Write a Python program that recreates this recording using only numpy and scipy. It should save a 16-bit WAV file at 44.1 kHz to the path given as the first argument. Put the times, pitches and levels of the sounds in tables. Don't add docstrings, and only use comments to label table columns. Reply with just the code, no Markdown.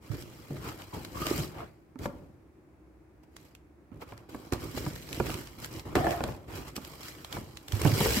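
import sys
import numpy as np
from scipy import signal
from scipy.fft import rfft, irfft, next_fast_len
from scipy.io import wavfile
from scipy.ndimage import uniform_filter1d

SR = 44100
rng = np.random.default_rng(int(sys.argv[2]) if len(sys.argv) > 2 else 0)


def output_pcm(signal):
    pcm = np.clip(np.atleast_2d(signal).T, -1, 1) * 32767
    wavfile.write(sys.argv[1], SR, np.round(pcm).astype(np.int16))


N = 361619
TIME = np.arange(N) / SR


# f/Hz, relative level/dB
FLEX_EQ = [(25, -22), (48, 1.5), (80, 2.5), (135, 3.5), (200, -5), (320, 1), (430, -7.5), (600, -13),
           (1200, -42.5)]
RUB_EQ = [(200, -19), (450, 1.5), (600, -0.5), (900, -2), (1250, -1.5), (1700, -10.5), (2400, -11),
          (3500, -18.5), (8000, -41.5)]
RUSTLE_EQ = [(900, -9.5), (2000, 2), (2900, -1), (5000, -0.5), (6500, -5), (8200, -4), (9900, -9.5),
             (12300, -4), (15800, -8.5)]

def handling():
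    flex_gain, rub_gain, rustle_gain = hand_moves()
    lumps = stick_slip(per_s=200, spread_db=2.5, fade_s=0.0059, smooth=0.059)
    fibres = stick_slip(per_s=400, spread_db=5.5, fade_s=0.0091, smooth=0.66)
    flex = gain_of(-2.5) * steadied(colour(noise_pair() * lumps, FLEX_EQ), window_s=.06) * flex_gain
    rub = gain_of(-3) * colour(noise_pair() * fibres * rub_gain, RUB_EQ)
    surface = unit_rms(colour(noise_pair() * fibres + gain_of(-4) * crinkle(), RUSTLE_EQ))
    rustle = gain_of(-0.03) * tabletop_bounce(surface) * rustle_gain
    return at_hands(flex + flap_echo(rub + rustle))


# crest t/s, length/s, flex/dB, rub/dB, rustle/dB
HAND_SLIDES = [(0.209, 0.073, -42, -55, -50), (0.565, 0.045, -42, -45, -62),
               (0.672, 0.15, -37, -37.5, -46.5), (0.807, 0.069, -46, -42.5, -51),
               (1.208, 0.18, -34, -44, -43.5), (1.29, 0.16, -36.5, -35, -37.5),
               (1.385, 0.172, -31, -39, -38.5), (1.596, 0.17, -41.5, -42, -58.5),
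               (2.045, 0.052, -49, -42, -46), (3.427, 0.23, -58, -63, -63.5),
               (4.023, 0.043, -49, -41, -53.5), (4.107, 0.13, -55, -50, -59),
               (4.638, 0.18, -36.5, -44.5, -47.0), (4.776, 0.087, -35.5, -45, -42),
               (4.859, 0.21, -33.5, -47, -47), (5.166, 0.21, -38, -46.5, -46.5),
               (5.3, 0.25, -35, -43, -42.5), (5.639, 0.082, -52, -46.5, -44), (5.755, 0.12, -37, -47, -46),
               (6.11, 0.29, -44, -37, -45), (6.289, 0.14, -38.5, -44, -51),
               (6.574, 0.14, -37.5, -40.5, -45.5), (6.676, 0.064, -44, -45.5, -48.5),
               (6.866, 0.17, -51, -53.5, -52.5), (7.064, 0.18, -54.5, -52, -46),
               (7.347, 0.1, -40.5, -39.5, -45), (7.756, 0.14, -37.5, -44, -42.5),
               (7.868, 0.17, -27, -31.5, -35.5), (8.031, 0.28, -31, -36, -28.5),
               (8.177, 0.22, -35, -35, -29)]
# t/s, time to fall 20 dB/s, flex/dB, rub/dB, rustle/dB
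BOX_SHOVES = [(0.111, 0.15, -33, -46, -53), (0.499, 0.21, -34, -51, -58.0), (0.933, 0.23, -35, -43, -48),
              (1.987, 0.3052, -35.5, -50, -59), (3.227, 0.02, -53, -59, -64.5),
              (3.919, 0.27, -43.5, -58, -89), (4.165, 0.2, -54, -53.5, -66),
              (4.286, 0.56, -46.5, -50.5, -56.5), (4.522, 0.05, -27, -30.5, -40.5),
              (5.193, 0.01, -27, -35, -44), (5.579, 0.17, -39, -51, -52), (5.847, 0.8, -38.5, -46, -59),
              (5.952, 0.1832, -24.5, -27.5, -42), (6.475, 0.26, -43, -47, -58),
              (6.754, 0.035, -36.5, -46, -40), (7.362, 0.22, -38, -51, -51)]
# start/s, end/s, flex/dB, rub/dB, rustle/dB
BOX_HOLDS = [(0.0, 1.477, -51, -55.5, -57.5), (4.277, 6.354, -53, -58.5, -64.5),
             (4.649, 5.424, -52, -56, -51.5), (6.457, 6.74, -50, -56, -63),
             (6.76, 7.34, -51.5, -53.5, -55.5), (7.433, 7.747, -60, -58, -61.5)]

def hand_moves():
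    moves = [(slide(s, length), db) for s, length, *db in HAND_SLIDES]
    moves += [(shove(s, settle_s), db) for s, settle_s, *db in BOX_SHOVES]
    moves += [(hold(start, end), db) for start, end, *db in BOX_HOLDS]
    envelopes, levels_db = map(np.array, zip(*moves))
    return np.sqrt(gain_of(levels_db.T) ** 2 @ envelopes ** 2)


def slide(crest_s, length_s, rise_share=0.46, ends_db=-13.5, roundness=1.48):
    away = np.maximum((crest_s - TIME) / rise_share, (TIME - crest_s) / (1 - rise_share)) / length_s
    near, envelope = away < 3, np.zeros(N)
    envelope[near] = gain_of(ends_db * away[near] ** roundness)
    return envelope


def shove(s, settle_s, attack_s=0.0082):
    age = TIME - s
    return np.clip(age / attack_s, 0, 1) * gain_of(-20 * np.maximum(age - attack_s, 0) / settle_s)


def hold(start, end, grip_s=0.062, let_go_s=0.13):
    return np.clip((TIME - start) / grip_s, 0, 1) * np.exp(-np.maximum(TIME - end, 0) / let_go_s)


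def crinkle(low_hz=2200, high_hz=12000):
    cracks = 0
    for hz in np.geomspace(low_hz, high_hz, 4):
        ticks = rng.standard_normal((2, N)) * stick_slip(per_s=150, spread_db=3, fade_s=.0004, smooth=0)
        cracks += resonate(resonate(ticks, hz, hz), hz, hz)
    return unit_rms(cracks)


def tabletop_bounce(x, ring_s=0.0055, bounce_db=-4):
    t = np.arange(SR // 100) / SR
    taps = rng.standard_normal((2, len(t))) * np.exp(-t / ring_s)
    taps *= gain_of(bounce_db) / np.linalg.norm(taps, axis=1, keepdims=True)
    taps[:, 0] = 1
    return signal.oaconvolve(x, taps / np.linalg.norm(taps[0]), axes=1)[:, :N]


def flap_echo(x, path_s=0.000692, share=0.46, moves_per_s=9):
    moves = np.arange(0, TIME[-1] + 1, 1 / moves_per_s)
    delays = path_s * rng.uniform(.2, 2, (len(moves), 2)).T
    echo = [np.interp(TIME - np.interp(TIME, moves, delay), TIME, side) for delay, side in zip(delays, x)]
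    return (x + share * np.array(echo)) / np.hypot(1, share)


# t/s, left over right/dB
HAND_PAN = [(.1, -0.5), (1.3, 1), (2.1, -1), (7.8, -1.5)]

def at_hands(x):
    return panned(x, np.interp(TIME, *np.transpose(HAND_PAN)))


# t/s, thud level/dB, wall f/Hz, clack level/dB, left over right/dB
WALL_HITS = [(0.1,-28,118,-65,-16), (0.506,-30,148,-39.5,-2), (1.269,-28,910,-31,0),
             (1.311,-16.5,339,-30,-5), (1.396,-25,127,-52,-2), (1.957,-34.5,260,-46.5,-7),
             (2.056,-26,567,-23.5,2.5), (3.917,-39.5,236,-58,-11.5), (4.023,-47,276,-39.5,-5),
             (4.122,-42,115,-37.5,-3.5), (4.346,-33.5,268,-33,-3.5), (4.523,-19.5,328,-30,-4.5),
             (4.746,-32.5,260,-42,-8), (4.774,-27.5,500,-31.5,0), (4.864,-27.5,138,-31,1.5),
             (5.2,-19.5,373,-20,-3), (5.295,-31,150,-30.5,-1), (5.953,-20,353,-16.5,-0.5),
             (5.966,-15.5,314,-34,-2), (6.067,-19,680,-22.5,-2), (6.206,-23,656,-22.5,-2),
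             (6.237,-21.5,610,-25.5,2.5), (6.286,-29.5,111,-31.5,2), (6.778,-31,225,-35,-3),
             (7.367,-38,108,-29,2), (7.731,-18.5,97.4,-41,-7.5), (7.814,-24,422,-30.5,-3),
             (7.850,-13.5,151,-20,-8.5), (7.861,-15.5,302,-25.5,-3.5), (7.869,-15,112,-33,-3),
             (7.926,-16,116,-50,-4.5), (8.006,-22.5,133,-22,2), (8.058,-15,420,-21.5,3.5),
             (8.064,-25,61,-45,0), (8.17,-19,216,-52,4)]

def knocks(swell_cycles=0.81, thud_trim_db=-2, clack_trim_db=4):
    out, t = np.zeros((2, N)), np.arange(SR // 5) / SR
    for s, thud_db, hz, clack_db, pan_db in WALL_HITS:
        swell = t * hz / swell_cycles
        thud = gain_of(thud_db + thud_trim_db) * swell * np.exp(1 - swell) * np.sin(2 * np.pi * hz * t)
        clack = gain_of(clack_db + clack_trim_db) * box_ring(t)
        add(out, s, panned(thud + clack, pan_db))
    return out


# f/Hz, relative level/dB, t60/s
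BOX_MODES = [(128.5, -12, 0.39), (236, -7, 0.15), (329, -1.5, 0.062), (488, -2.5, 0.044),
             (570.4, -6, 0.076), (680, 2.5, 0.021), (938, -1.5, 0.035), (1186, -1.5, 0.023),
             (1388, -9.5, 0.046), (1747, -12, 0.043), (2316, -10, 0.019)]

def box_ring(t, lag_s=.0016, uneven_db=3, phase_rad_per_khz=0.34, grip_detune=0.047):
    hz, db, t60 = np.transpose(BOX_MODES)[:, :, None]
    khz = hz / 1000
    age = np.maximum(t - lag_s / np.sqrt(khz) + lag_s / 2, 0)
    scatter_db = uneven_db * rng.standard_normal((2, len(hz), 1))
    phase = phase_rad_per_khz * khz * rng.standard_normal((2, len(hz), 1))
    grip = 1 + grip_detune * rng.standard_normal((len(hz), 1))
    envelopes = gain_of(db + scatter_db - 60 * age / t60) * (age > 0)
    ring = (envelopes * np.sin(2 * np.pi * hz * grip * age + phase)).sum(1)
    return ring / abs(ring).max()


# t/s, level/dB, ring f/Hz
CREASE_SNAPS = [(.224,-39,4900), (.82,-40,3000), (1.049,-31.5,4330), (1.268,-22.5,2860), (1.99,-44,1980),
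                (2.059,-36.5,2200), (3.366,-37.5,6500), (3.551,-44,2900), (4.178,-45.5,1950),
                (4.296,-48,1490), (4.524,-28.5,2380), (4.535,-27.5,4230), (4.961,-36.5,2200),
                (5.09,-36,2900), (5.129,-27.5,2580), (5.146,-37,3700), (5.268,-32.5,2230), (5.303,-32,2400),
                (5.342,-28.5,2440), (5.473,-38,2440), (5.646,-28.5,1770), (5.796,-34.5,4540),
                (5.955,-22.5,1900), (6.108,-28,2400), (6.239,-27,3500), (6.765,-26.5,5070),
                (6.849,-35,5250), (7.032,-36.5,4270), (7.084,-36,5030), (7.247,-33,3200), (7.327,-30,3000),
                (7.572,-33.5,4000), (7.683,-32.5,3430), (7.722,-28.5,3200), (7.817,-22.5,5570)]
# f/Hz, relative level/dB
SNAP_EQ = [(200, 2), (800, 6.5), (2300, 7), (5000, 5), (8000, 2), (9900, -2), (12300, 0), (15800, -10)]

def snaps(lead_s=0.002, lead_db=-9, crack_s=.0014, tail_s=0.011, tail_db=-16, ring_db=2, trim_db=-2.5):
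    out, t = np.zeros((2, N)), np.arange(-SR // 100, SR // 12) / SR
    creak = gain_of(lead_db) * np.exp(-abs(t) / lead_s)
    release = np.exp(-abs(t) / crack_s) + gain_of(tail_db) * np.exp(-abs(t) / tail_s)
    envelope = np.where(t < 0, creak, release)
    for s, db, hz in CREASE_SNAPS:
        crack = rng.standard_normal((2, len(t))) * envelope
        ring = gain_of(ring_db) * resonate(crack, hz, width_hz=450)
        add(out, s + t[0], gain_of(db + trim_db) * colour(crack + ring, SNAP_EQ))
    return at_hands(out)


# t/s, level/dB, hollow f/Hz
EDGE_DRAGS = [
    [(.925, -44.5, 947), (1.03, -58, 820)],
    [(1.14, -46, 1000), (1.17, -40.5, 1140), (1.2, -52, 1200), (1.222, -36, 1230), (1.26, -42, 1220),
     (1.35, -44, 1190)],
    [(1.57, -55, 710), (1.64, -40.5, 680)],
    [(5.957, -30, 696), (6.02, -33.5, 690), (6.07, -27.5, 723), (6.19, -39.5, 664), (6.28, -41.5, 604),
     (6.36, -64, 573)],
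    [(7.95, -36, 410), (8.07, -32, 452), (8.16, -40.5, 426)],
]
# multiple of the hollow pitch, width of each filter pass/Hz, relative level/dB
HOLLOW_FORMANTS = [(.49, 80, -5), (1, 115, 3.5), (1.45, 250, -15.5), (2.5, 160, -13)]

def drags(wander_share=.05, bends_per_s=55):
    out = np.zeros((2, N))
    judder = noise_pair() * stick_slip(per_s=260, spread_db=5.5, fade_s=0.003, smooth=0.24)
    bend_times = np.arange(0, TIME[-1] + 1, 1 / bends_per_s)
    bend = 1 + wander_share * rng.uniform(-1, 1, len(bend_times))
    for curve in EDGE_DRAGS:
        s, db, hz = np.transpose(curve)
        span = (TIME >= s[0]) & (TIME < s[-1])
        t = TIME[span]
        hollow_hz = np.interp(t, s, hz) * np.interp(t, bend_times, bend)
        rasp = 0
        for multiple, width_hz, formant_db in HOLLOW_FORMANTS:
            once = resonate(judder[:, span], multiple * hollow_hz, width_hz)
            rasp += gain_of(formant_db) * resonate(once, multiple * hollow_hz, width_hz)
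        fader = signal.windows.tukey(len(t), .1) * gain_of(np.interp(t, s, db))
        add(out, s[0], steadied(rasp, window_s=0.022) * fader)
    return out


# f/Hz, level/dB, t60/s
JAR_MODES = [(258, -39, 0.22), (578, -31, .11), (910, -43, 0.17)]

def jar(set_down_s=2.058):
    out, t = np.zeros((2, N)), np.arange(SR // 2) / SR
    ring = sum(gain_of(db - 60 * t / t60) * np.sin(2 * np.pi * hz * t) for hz, db, t60 in JAR_MODES)
    add(out, set_down_s, np.array([ring, ring]))
    return out


# f/Hz, t60/s
ROOM_DECAY = [(200, 0.88), (4000, 0.32), (14000, 0.36)]

def room_reverb(x, predelay_s=0.0036):
    hz, t, bands = signal.stft(noise_pair()[:, :SR], SR, nperseg=256)
    decay = gain_of(-60 * t / value_at(ROOM_DECAY, hz)[:, None])
    tail = signal.istft(bands * decay, SR)[1]
    tail *= np.clip(np.arange(tail.shape[1]) / SR / predelay_s - 1, 0, 1)
    return signal.fftconvolve(x, tail / np.linalg.norm(tail[0]), axes=1)[:, :N]


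# f/Hz, relative level/dB
ROOM_TONE_EQ = [(25,-40), (60,-4), (122,-14), (267,-17), (310,-7), (380,-14.5), (460,-21.5), (2500,-37.5),
                (3000,-47), (15500,-53)]

def room_tone(level_db=-57.5):
    return gain_of(level_db) * colour(noise_pair(), ROOM_TONE_EQ)


# f/Hz, left-right correlation
STEREO_LIKENESS = [(250, 0.89), (500, 0.62), (1000, 0.29), (2000, 0.041)]

def noise_pair():
    size = next_fast_len(N, real=True)
    left, other = rfft(rng.standard_normal((2, size)))
    likeness = value_at(STEREO_LIKENESS, np.fft.rfftfreq(size, 1 / SR))
    right = likeness * left + np.sqrt(1 - likeness ** 2) * other
    return irfft(np.array([left, right]), size)[:, :N]


def stick_slip(per_s, spread_db, fade_s, smooth):
    size_db = spread_db * np.minimum(rng.exponential(1, N), 4)
    releases = gain_of(size_db) ** 2 * (rng.random(N) < per_s / SR)
    energy = signal.lfilter([1], [1, -np.exp(-2 / (fade_s * SR))], releases)
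    return np.sqrt(smooth + (1 - smooth) * energy / energy.mean())


def colour(x, eq, size=4096):
    log_gain = np.log(gain_of(value_at(eq, abs(np.fft.fftfreq(size, 1 / SR)))))
    taps = np.fft.ifft(np.exp(np.conj(signal.hilbert(log_gain)))).real[:size // 2]
    return signal.oaconvolve(x, taps[None] / np.linalg.norm(taps), axes=1)[:, :x.shape[1]]


def resonate(x, hz, width_hz):
    carrier = np.exp(2j * np.pi * np.cumsum(hz * np.ones(x.shape[1])) / SR)
    pole = np.exp(-np.pi * width_hz / SR)
    return 2 * (carrier * signal.lfilter([1 - pole], [1, -pole], x / carrier)).real


def steadied(x, window_s):
    power = uniform_filter1d((x ** 2).mean(0), round(window_s * SR))
    return x / np.sqrt(abs(power) + 1e-4 * power.mean())


def gain_of(db):
    return 10 ** (np.asarray(db) / 20)


def unit_rms(x):
    return x / np.sqrt(np.mean(x ** 2) + 1e-20)


def value_at(curve, hz):
    f, value = np.transpose(curve)
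    return np.interp(np.log(hz + 1), np.log(f + 1), value)


def add(mix, s, sound):
    part = mix[:, max(round(s * SR), 0):][:, :sound.shape[1]]
    part += sound[:, :part.shape[1]]


def panned(x, pan_db):
    return x * gain_of(np.array([[.5], [-.5]]) * pan_db)


def scene():
    friction = handling() + drags()
    hits = knocks() + jar()
    cracks = snaps()
    reverb = room_reverb(gain_of(-19) * friction + gain_of(-12) * hits + gain_of(-14.5) * cracks)
    return friction + hits + cracks + reverb + room_tone()


def record(dry, low_cut_hz=40, high_cut_hz=15950):
    thinned = signal.sosfilt(signal.butter(2, low_cut_hz, "high", fs=SR, output="sos"), dry)
    taps = signal.firwin(511, high_cut_hz, window=("kaiser", 9), fs=SR)
    return signal.oaconvolve(thinned, taps[None], "same")


dry = scene()
out = record(dry)
output_pcm(out)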